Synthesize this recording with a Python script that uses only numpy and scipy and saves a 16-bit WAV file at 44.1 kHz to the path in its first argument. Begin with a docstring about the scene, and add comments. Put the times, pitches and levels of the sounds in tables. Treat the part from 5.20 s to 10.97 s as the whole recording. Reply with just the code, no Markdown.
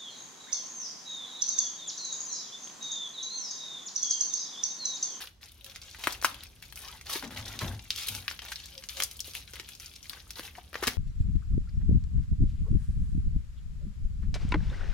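"""Sharp snaps and a fine crackle of bubble wrap, as two hands work a stack of circuit boards out of it.
The film buckles and drags over the boards; fingers bump the stack; skin and film squeak.
An open cardboard box and the wooden table below answer within milliseconds,
the small room after them, over a low hum."""
import sys
import numpy as np
from scipy import signal
from scipy.fft import rfft, irfft
from scipy.io import wavfile
from scipy.ndimage import uniform_filter1d

SR = 44100
rng = np.random.default_rng(int(sys.argv[2]) if len(sys.argv) > 2 else 0)


def inscribe(sig):
    """Save sig as 16-bit PCM at rate SR to the path in sys.argv[1].

    A 1-D sig is mono; a 2-D sig holds one channel per row.
    Samples are clipped to [-1, 1] before scaling.
    """
    pcm = np.round(np.clip(np.atleast_2d(sig).T, -1, 1) * 32767)
    wavfile.write(sys.argv[1], SR, pcm.astype(np.int16))


N = 254456
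TIME = np.arange(N) / SR
HZ = np.fft.rfftfreq(N, 1 / SR) + 1

# film rubbing over the boards, one row per finger move:
# (start [s], length [s], crackle [dB], fizz offset [dB], scrape offset [dB])
RUBS = [(0.0, 0.022, -40.5, -4, 0), (0.208, 0.048, -53, -6, -0.5), (0.456, .055, -50.5, -8, -1),
        (0.538, .028, -51, -21, -2), (0.612, .16, -49.5, -15, -6.5), (0.781, .06, -44.5, -7.5, -2),
        (0.842, 0.094, -40.5, -8.5, -3.5), (1.029, .04, -38.5, -4, -13), (1.101, 0.13, -52.5, -23, -0.5),
        (1.22, 0.052, -62, -13, -10), (1.42, 0.047, -53, -9, -5), (1.556, 0.068, -49.5, 0.5, -1),
        (1.617, .15, -49.5, -6.5, 1), (1.854, .03, -43.5, -7, -2.5), (1.891, 0.079, -36, -2.5, -1.5),
        (2.026, .03, -48.5, -24, 5), (2.102, 0.024, -46, -7.5, 4), (2.158, 0.033, -40.5, -7.5, 0.5),
        (2.254, .105, -44.5, -7, 0.5), (2.4, .035, -39.5, -5, 2.5), (2.449, .085, -48.5, -4, 4),
        (2.599, 0.1, -54.5, -10, -12), (2.707, 0.072, -42.5, -11, -14), (2.77, .068, -35.5, -8, -14),
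        (2.866, .12, -41, -3.5, -4.5), (3.012, 0.075, -55.5, -3, 4), (3.086, 0.038, -46, -4, -0.5),
        (3.215, 0.097, -47.5, -9.5, 0.5), (3.292, 0.039, -48, -3, -11), (3.358, 0.12, -49, -12, -25),
        (3.481, 0.071, -55, -4, -4), (3.575, 0.078, -57, 0.5, -1.5), (3.687, 0.12, -45.5, -4.5, -15),
        (3.763, 0.057, -40.5, -7, -3), (3.901, 0.055, -52.5, -5, -13), (4.043, 0.053, -45, -3, -10),
        (4.14, 0.035, -41, -5, -7.5), (4.276, 0.045, -53, -5, -13), (4.335, 0.076, -49.5, -11, -0.5),
        (4.47, 0.064, -49.5, -6.5, -14), (4.594, 0.077, -47.5, -5, -14), (4.714, 0.062, -57.5, -5, -18),
        (4.833, 0.041, -51, -6, -11), (4.898, 0.074, -50.5, -7, 2), (5.063, 0.062, -59, -3, 0),
        (5.155, 0.041, -44.5, -4.5, 0.5), (5.226, 0.032, -44.5, -4, -2), (5.352, 0.021, -52, -8, 2),
        (5.539, 0.077, -50, -7.5, 3), (5.62, .075, -39, -11, 2)]
RUB_RELEASE_DB_PER_S = 267


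def snaps():
    """Film buckles: a short pulse at the pitch of the patch, plus a bright crack of the crease."""
    # loudest buckles: (time [s], level [dB], patch pitch [Hz], Q [-], crack re patch [dB])
    buckles = [(0.0727, -36, 2970, 2.1, -7), (0.319, -43, 3720, 4, 7), (0.4104, -43.5, 3460, 3.5, -10),
               (0.4443, -34.5, 4360, 1.3, 2.5), (0.4635, -39, 4120, .9, -2), (0.56, -33, 2580, 0.41, -30),
               (0.8377, -30, 2180, 0.75, -20), (0.8714, -12.5, 1340, 1.08, -6.5),
               (0.924, -29, 2700, .7, 24), (1.0152, -34.5, 4160, .7, -30), (1.0258, -26.5, 1170, 0.82, 1),
               (1.0462, -9.2, 1230, 2.0, -7), (1.144, -33.5, 2870, 1.5, -2), (1.207, -38, 3300, 3.6, -28),
               (1.2356, -34.5, 3500, 0.91, 0), (1.4246, -36.5, 2130, 1.4, 3.5),
               (1.5248, -35, 2320, 0.43, 0.5), (1.5576, -34, 4360, 0.57, 9), (1.575, -35.5, 3430, 0.63, 14),
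               (1.6836, -35.5, 3250, 2.7, -6), (1.8119, -37, 3120, 0.73, -30),
               (2.0253, -31, 1220, 0.87, -3.5), (2.1727, -34.5, 4280, 4.1, -28),
               (2.2538, -35.5, 3680, 4.2, -30), (2.2797, -34, 3580, 5, -21), (2.3908, -26, 3940, 1.35, -21),
               (2.5932, -37.5, 2850, 1.9, -30), (2.6405, -42.5, 2800, 1.1, 10),
               (2.7051, -18, 3880, 1.64, -14), (2.761, -28.5, 4560, 1.1, -4), (2.8706, -28, 4580, .55, 19),
               (2.8852, -23.5, 3330, 2.2, -2), (2.8865, -22, 3960, 2.3, 7), (2.95, -26.5, 4250, 0.55, -16),
               (3.0805, -19.5, 2480, 1.2, -11), (3.112, -29, 1600, 0.7, -28),
               (3.1917, -30, 2800, 1.35, -16), (3.2201, -38, 1980, .9, -30), (3.2514, -34.5, 1830, .5, -2),
               (3.286, -36, 3270, 1, -5), (3.3225, -29.5, 1500, 2.2, -2), (3.358, -30.5, 4420, 2, -30),
               (3.4017, -37.5, 3160, 0.87, -30), (3.458, -36, 5200, 0.69, -21),
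               (3.5787, -33.5, 4200, 1.8, -33), (3.6383, -34.5, 3240, 1, -27),
               (3.688, -29.5, 5100, 1.3, -18), (3.694, -31.5, 3750, 1.9, -6),
               (3.8027, -20.5, 2100, 0.54, -12), (3.8226, -19, 3960, 0.43, -30),
               (3.8358, -17, 7400, 1.7, 1), (3.9124, -34.5, 4200, 0.76, 1), (3.9684, -38, 3470, 1.4, 15),
               (3.993, -32.5, 3260, 5.8, 2), (4.0042, -24.5, 5950, 2, -4.5), (4.1357, -37, 4650, 1.2, 2),
               (4.1516, -26.5, 2730, 2.2, -2), (4.3352, -34.5, 3620, .65, -6), (4.3567, -35, 2930, 1.1, -4),
               (4.398, -29.5, 2770, .6, -23), (4.4891, -34, 3320, 0.52, -2), (4.5988, -36, 5800, 2.4, -1),
               (4.66, -36, 5740, 2.6, -16), (4.761, -38.5, 4030, 1.3, -24), (4.8286, -39.5, 5600, 1.4, -11),
               (5.0023, -41.5, 3750, 1.8, -4), (4.896, -27, 4200, 2.5, -0.5),
               (4.933, -34.5, 2140, 1.2, -31), (5.1063, -30, 4900, 0.49, -20),
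               (5.195, -28.5, 990, 0.33, -2.5), (5.5305, -35, 850, .6, -8), (5.5434, -30, 1350, .75, -30),
               (5.5551, -24.5, 1430, 1.2, -18), (5.6272, -26, 700, 0.61, -6),
               (5.6362, -22.5, 1440, 0.7, -5), (5.6707, -19, 3000, 0.14, -14),
               (5.68, -18.5, 1480, 0.54, -1)]
    out, t = np.zeros((2, N)), TIME[:SR // 100]
    for s, db, hz, q, crack_db in buckles + small_snaps():
        crack = amp(crack_db) * ring(rng.uniform(8000, 12400), 0.73, 0.61)
        # strong buckles go at once; weak ones stutter for a few ms
        stutter = np.clip((-27 - db) / 26, 0.01, 0.42)
        slips = clicks(len(t), per_s=6000, spread_db=0.63) * np.exp(-t / 0.0019)
        slips *= np.sqrt(stutter) / np.linalg.norm(slips)
        slips[0] = np.sqrt(1 - stutter)
        pulse = signal.fftconvolve(ring(hz, q, 0.45 * q) + crack, slips)
        pulse *= np.sqrt(SR / 1000) / np.linalg.norm(pulse)  # energy of 1 ms at rms 1
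        add(out, s, placed(amp(db) * pulse, left_db=3.5 + 1.5 * rng.standard_normal()))
    return out


def small_snaps(per_s=26, max_per_rub=5, after_s=0.05, usual_rub_db=-48.5):
    """Rows for snaps(): lesser buckles at random in and just after each rub, louder in a hard one."""
    rows = []
    for s, length_s, db, _, _ in RUBS:
        span_s = length_s + after_s
        draws = zip(rng.random((max_per_rub, 2)), rng.standard_normal((max_per_rub, 2)))
        for (when, chance), (size, patch) in draws:
            if chance < per_s * span_s / max_per_rub:
                pull_db = db - RUB_RELEASE_DB_PER_S * max(when * span_s - length_s, 0) - usual_rub_db
                level_db = -40 + 0.6 * pull_db + 2 * size
                patch_hz = 3620 * 2 ** (0.46 * patch)
                rows.append((s + when * span_s, level_db, patch_hz, 1.9, -12))
    return rows


def crunches():
    """A fold collapses in a dense run of small buckles, scattered left and right."""
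    # collapsing folds: (start [s], length [s], level [dB], pitch [Hz])
    folds = [(0.838, .006, -33, 2550), (1.0468, .008, -24.5, 2600), (1.896, .007, -38.5, 1630),
             (1.927, 0.012, -34, 4100), (1.955, 0.0072, -34.5, 1650), (2.411, 0.0098, -38, 1190),
             (2.882, 0.0079, -36.5, 5950), (3.318, 0.0053, -35, 2200), (3.8, 0.0037, -30, 3000),
             (5.632, 0.011, -31, 1750), (5.6695, 0.013, -26, 2800)]
    out = np.zeros((2, N))
    for s, length_s, db, hz in folds:
        count = int(length_s * SR)
        buckle = ring(hz, 1.0, 0.1) + amp(-19.5) * ring(9600, 0.82, 0.39)
        for left_db in (8, -3):
            slips = clicks(count, per_s=5000, spread_db=5.3) * signal.windows.tukey(count, 0.3)
            run = unit_rms(slips) / np.sqrt(2)
            add(out, s, placed(amp(db) * signal.fftconvolve(run, buckle), left_db))
    return out


def sliding(grip_s=0.26):
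    """Stick-slip of the film: crackle, finer fizz, and a dull scrape through the boards."""
    # spectra of the three layers: (frequency [Hz], relative level [dB])
    crackle_spectrum = [(500, -20.5), (1200, -4.5), (2200, 0), (3300, 4.5), (5500, -1), (7500, 4.5),
                        (11000, -22.5), (16000, -41)]
    fizz_spectrum = [(2000, -77.5), (5500, -49), (7500, 8), (9500, 9), (12000, 11.5), (16000, 10)]
    scrape_spectrum = [(100, -17.5), (250, 0.5), (480, 1.5), (640, -2), (820, 2), (1000, 0), (1400, 0),
                       (2000, 3.5), (3200, -29), (8000, -42.5)]
    s, length_s, db, fizz_db, scrape_db = np.transpose(RUBS)

    def pull(rub_db, creep_db):
        """Envelope of the rubs over the faint creep of the gripped film."""
        rubs = strokes(s, length_s, rub_db, attack_s=0.0057, sag_db_per_s=16,
                       release_db_per_s=RUB_RELEASE_DB_PER_S)
        return np.hypot(rubs, amp(creep_db) * (TIME > grip_s))

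    effort = pull(db, creep_db=-61.5)
    fizz_effort = pull(db + fizz_db, creep_db=-65.5)
    scrape_effort = pull(db + scrape_db, creep_db=-68.5)
    rustle = grains(per_s=5000, spread_db=3, low_hz=764, high_hz=14200, q=0.82)
    ticks = grains(per_s=450, spread_db=3.5, low_hz=1280, high_hz=13400, q=3.3)
    # slow pull: separate pitched ticks; fast pull: dense rustle
    speed = np.clip((20 * np.log10(effort + 1e-9) + 66.5) / 34, 0.2, 0.9)
    slips = np.sqrt(speed) * rustle + np.sqrt(1 - speed) * ticks
    crackle = amp(-3) * effort * steadied(colour(slips, crackle_spectrum), window_s=0.054)
    fizz = amp(-1) * fizz_effort * steadied(colour(slips, fizz_spectrum), window_s=0.049)
    scrape = amp(-4.5) * scrape_effort * steadied(colour(slips, scrape_spectrum), window_s=0.045)
    return crackle + fizz + scrape


def grains(per_s, spread_db, low_hz, high_hz, q, patches=24):
    """Tiny buckles on patches of many sizes and places, each ringing at its own pitch."""
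    out = np.zeros((2, N))
    for hz in np.geomspace(low_hz, high_hz, patches):
        patch = placed(ring(hz, q, q / 4), left_db=2 + 2 * rng.standard_normal())
        slips = clicks(N, per_s / patches, spread_db)
        out += signal.oaconvolve(slips[None], patch, axes=1)[:, :N]
    return unit_rms(out)


def ring(hz, q, skirt_q, size=1024):
    """Heavily damped patch of film: a few cycles, energy 1."""
    bin_hz = np.fft.rfftfreq(size, 1 / SR) + 1
    detune = bin_hz / hz - hz / bin_hz
    response = 1 / ((1 + 1j * q * detune) * (1 + 1j * skirt_q * detune))
    pulse = np.roll(irfft(response), 10)
    return pulse / np.linalg.norm(pulse)


def bumps(t60_cycles=9.2, attack_s=0.00058):
    """Fingers bump the stack and its air cushions: hollow, damped knocks."""
    # knocks: (time [s], level [dB], pitch [Hz])
    knocks = [(0.8718, -23.5, 313), (1.047, -29, 268), (1.957, -24.5, 371), (2.122, -35.5, 267),
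              (2.325, -43, 220), (2.418, -32, 227), (4.08, -38, 453), (4.336, -38.5, 434),
              (4.399, -36.5, 380), (5.194, -40.5, 303), (5.554, -28.5, 450), (5.6263, -24, 393),
              (5.672, -23, 251), (5.678, -31, 98), (5.678, -17.5, 458)]
    out, t = np.zeros(N), TIME[:SR // 4]
    for s, db, hz in knocks:
        envelope = amp(db - 60 * t * hz / t60_cycles) * (1 - np.exp(-t / attack_s))
        add(out, s, envelope * np.sin(2 * np.pi * hz * t))
    return panned(out, left_db=4.5)


def turning():
    """The stack slips as it turns in the grip: low judder, with knocking above it."""
    # turns of the stack: (start [s], length [s], judder [dB], knocking [dB])
    turns = [(2.021, 0.041, -54, -43), (2.133, .25, -44.5, -49), (2.409, 0.036, -36, -36.5),
             (2.447, 0.087, -35.5, -48), (2.887, 0.086, -44.5, -52)]
    # spectra of the two layers: (frequency [Hz], relative level [dB])
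    judder_spectrum = [(25, -22), (50, 1), (75, 0.5), (105, 8.5), (135, -1), (200, -25), (500, -50),
                       (2000, -83)]
    knock_spectrum = [(80, -17), (170, -6.5), (250, 2), (400, -14.5), (600, -10), (850, -8), (1200, -21.5),
                      (4000, -66)]
    s, length_s, judder_db, knock_db = np.transpose(turns)
    slips = clicks(N, per_s=600, spread_db=0.94)[None]
    out = np.zeros((2, N))
    for db, spectrum, left_db in ((judder_db, judder_spectrum, 1.5), (knock_db, knock_spectrum, 4.5)):
        effort = strokes(s, length_s, db, attack_s=0.018, sag_db_per_s=9, release_db_per_s=174)
        out += panned(effort * steadied(colour(slips, spectrum), window_s=0.039), left_db)
    return out


def squeaks():
    """Short rough squeaks of skin on film, and faint, smoother hoots."""
    # both: (start [s], length [s], level [dB], start pitch [Hz], end/start pitch [-])
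    squeak_rows = [(1.63, 0.038, -61, 735, 1.12), (1.635, 0.07, -58, 960, 1.24),
                   (1.68, 0.036, -57, 1194, 1.14), (1.705, 0.069, -59.5, 887, 0.98),
                   (2.03, 0.035, -42, 287, 0.776), (5.374, 0.022, -43.5, 850, 0.88)]
    hoot_rows = [(.39, 0.19, -66, 575, 0.88), (3.52, 0.12, -60, 572, 0.9),
                 (3.735, 0.1215, -51, 558.3, 0.94)]
    out = tones(squeak_rows, waver=0.085, rough=0.6) + tones(hoot_rows, waver=0.031, rough=0.37)
    return panned(out, left_db=5.7)


def tones(rows, waver, rough):
    """Swelling, gliding tones, unsteady in pitch and level."""
    out = np.zeros(N)
    for s, length_s, db, hz, glide in rows:
        count = int(length_s * SR)
        drift, flutter = unit_rms(uniform_filter1d(rng.standard_normal((2, count)), size=80))
        pitch_hz = hz * np.geomspace(1, glide, count) * (1 + waver * drift)
        tone = np.sin(2 * np.pi * np.cumsum(pitch_hz) / SR) * (1 + rough * flutter)
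        add(out, s, amp(db) * unit_rms(tone * np.hanning(count)))
    return out


def reflections(x, t60_points, start_s, alike_hz, block):
    """Echo paths that change from block to block as the hands move."""
    out, padded = np.zeros((2, N + block)), np.pad(x, ((0, 0), (block, 2 * block)))
    window = signal.windows.cosine(2 * block)
    for start in range(0, N + block, block):
        response = echo_tail(t60_points, start_s, alike_hz, size=3 * block)
        piece = padded[:, start:start + 2 * block] * window
        add(out, start / SR, signal.fftconvolve(piece, response, axes=1))
    return out[:, block:]


def echo_tail(t60_points, start_s, alike_hz, size):
    """Scattered echoes of energy 1; long waves reach both microphones alike."""
    taps = rng.choice([-1., 1.], (2, size)) * (rng.random((2, size)) < 0.5) * (TIME[:size] > start_s)
    hz, frame_s, spectra = signal.stft(taps, SR, nperseg=128)
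    coherence = 1 / (1 + (hz[:, None] / alike_hz) ** 2)
    spectra[1] = coherence * spectra[0] + np.sqrt(1 - coherence ** 2) * spectra[1]
    decay = amp(-60 * frame_s / curve_at(t60_points, hz)[:, None])
    tail = signal.istft(spectra * decay, SR, nperseg=128)[1]
    return tail / np.linalg.norm(tail, axis=1, keepdims=True)


def room_hum(level_db=-53.5, rise_db=6, rise_s=0.78):
    """Low hum, alike at both microphones, with a faint diffuse hiss; both come up at the start."""
    # room noise: (frequency [Hz], relative level [dB])
    spectrum = [(20, -28), (38, -10.5), (55, -2), (72, -2.5), (110, -12), (170, -17), (300, -23),
                (700, -30.5), (2000, -36.5), (6000, -37.5), (16000, -53)]
    shared, own = rng.standard_normal(N), rng.standard_normal((2, N))
    coherence = curve_at([(100, 0.96), (600, 0.17), (3000, 0.2)], HZ)
    noise = irfft(rfft(shared) * np.sqrt(coherence) + rfft(own) * np.sqrt(1 - coherence), N)
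    envelope = amp(level_db - rise_db * np.maximum(1 - TIME / rise_s, 0))
    return envelope * unit_rms(colour(noise, spectrum))


def strokes(starts_s, lengths_s, levels_db, attack_s, sag_db_per_s, release_db_per_s):
    """Envelope of hand moves: each takes hold quickly, slackens, then lets go."""
    power = np.zeros(N)
    for s, length_s, db in zip(starts_s, lengths_s, levels_db):
        t = TIME[:int((length_s + 0.5) * SR)]
        fall_db = sag_db_per_s * t + release_db_per_s * np.maximum(t - length_s, 0)
        add(power, s, (np.minimum(t / attack_s, 1) * amp(db - fall_db)) ** 2)
    return np.sqrt(power)


def clicks(count, per_s, spread_db):
    """Random slips of either sign, most small, a few large."""
    size = amp(spread_db * np.minimum(rng.exponential(1, count), 3.5))
    return size * rng.choice([-1, 1], count) * (rng.random(count) < per_s / SR)


def placed(pulse, left_db):
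    """Pans a buckle; the hands are to the left, so the right microphone lags by up to 60 us."""
    size = len(pulse)
    delay = np.exp(-2j * np.pi * np.fft.rfftfreq(size, 1 / SR) * rng.uniform(0, 6e-5))
    return panned(np.array([pulse, irfft(rfft(pulse) * delay, size)]), left_db)


def panned(x, left_db):
    """Constant-power pan, left over right by left_db."""
    return x * unit_rms(amp([[left_db / 2], [-left_db / 2]]))


def colour(x, points):
    """Causal filter: clicks keep their sharp front."""
    log_gain = np.log(amp(curve_at(points, abs(np.fft.fftfreq(N, 1 / SR)))))
    response = np.exp(np.conj(signal.hilbert(log_gain)))
    return irfft(rfft(x) * response[:len(HZ)], N)


def steadied(x, window_s):
    """Holds short-time power near 1, leaving the grain."""
    power = uniform_filter1d((x ** 2).mean(0), int(window_s * SR))
    return x / np.sqrt(abs(power) + 0.11 * power.mean())


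def curve_at(points, hz):
    """Interpolates on a log-frequency axis."""
    point_hz, value = np.transpose(points)
    return np.interp(np.log(hz + 1), np.log(point_hz), value)


def add(mix, s, sound):
    """Mixes a sound in at time s."""
    part = mix[..., max(round(s * SR), 0):][..., :sound.shape[-1]]
    part += sound[..., :part.shape[-1]]


def amp(db):
    """Decibels to gain."""
    return 10 ** (np.asarray(db) / 20)


def unit_rms(x):
    """Scales to rms 1."""
    return x / np.sqrt(np.mean(x ** 2) + 1e-20)


def scene():
    """Film and fingers, the quick answer of table and box, then the room."""
    # decay of table and box, and of the room: (frequency [Hz], t60 [s])
    table_t60 = [(300, 0.067), (900, 0.012), (1700, 0.056), (4000, 0.059), (12000, 0.051)]
    room_t60 = [(150, 0.93), (1000, 0.25), (3500, 0.35), (8000, 0.21), (16000, 0.3)]
    film = sliding() + crunches() + snaps()
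    handling = bumps() + turning() + squeaks()
    thrown = film + amp(-4.5) * handling  # long waves bend round the box and reflect less
    table = amp(-2) * reflections(thrown, table_t60, start_s=0.0007, alike_hz=1470, block=1024)
    room = amp(-10.5) * reflections(thrown, room_t60, start_s=0.005, alike_hz=900, block=4096)
    return film + handling + table + room + room_hum()


def record(dry, ceiling=0.95, edge_hz=16100):
    """Microphone colour, soft overload on the hardest snaps, band limit."""
    # microphone response: (frequency [Hz], gain [dB])
    microphone = [(20, -12.5), (38, -1), (600, -2.5), (1100, -1), (3000, -1.5), (5900, 2), (7400, -4),
                  (9500, 0), (13000, -0.5), (16000, -4)]
    squashed = ceiling * np.tanh(colour(dry, microphone) / ceiling)
    lowpass = signal.firwin(401, edge_hz, window=("kaiser", 8), fs=SR)
    return signal.oaconvolve(squashed, lowpass[None], "same", axes=1)


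dry = scene()
out = record(dry)
inscribe(out)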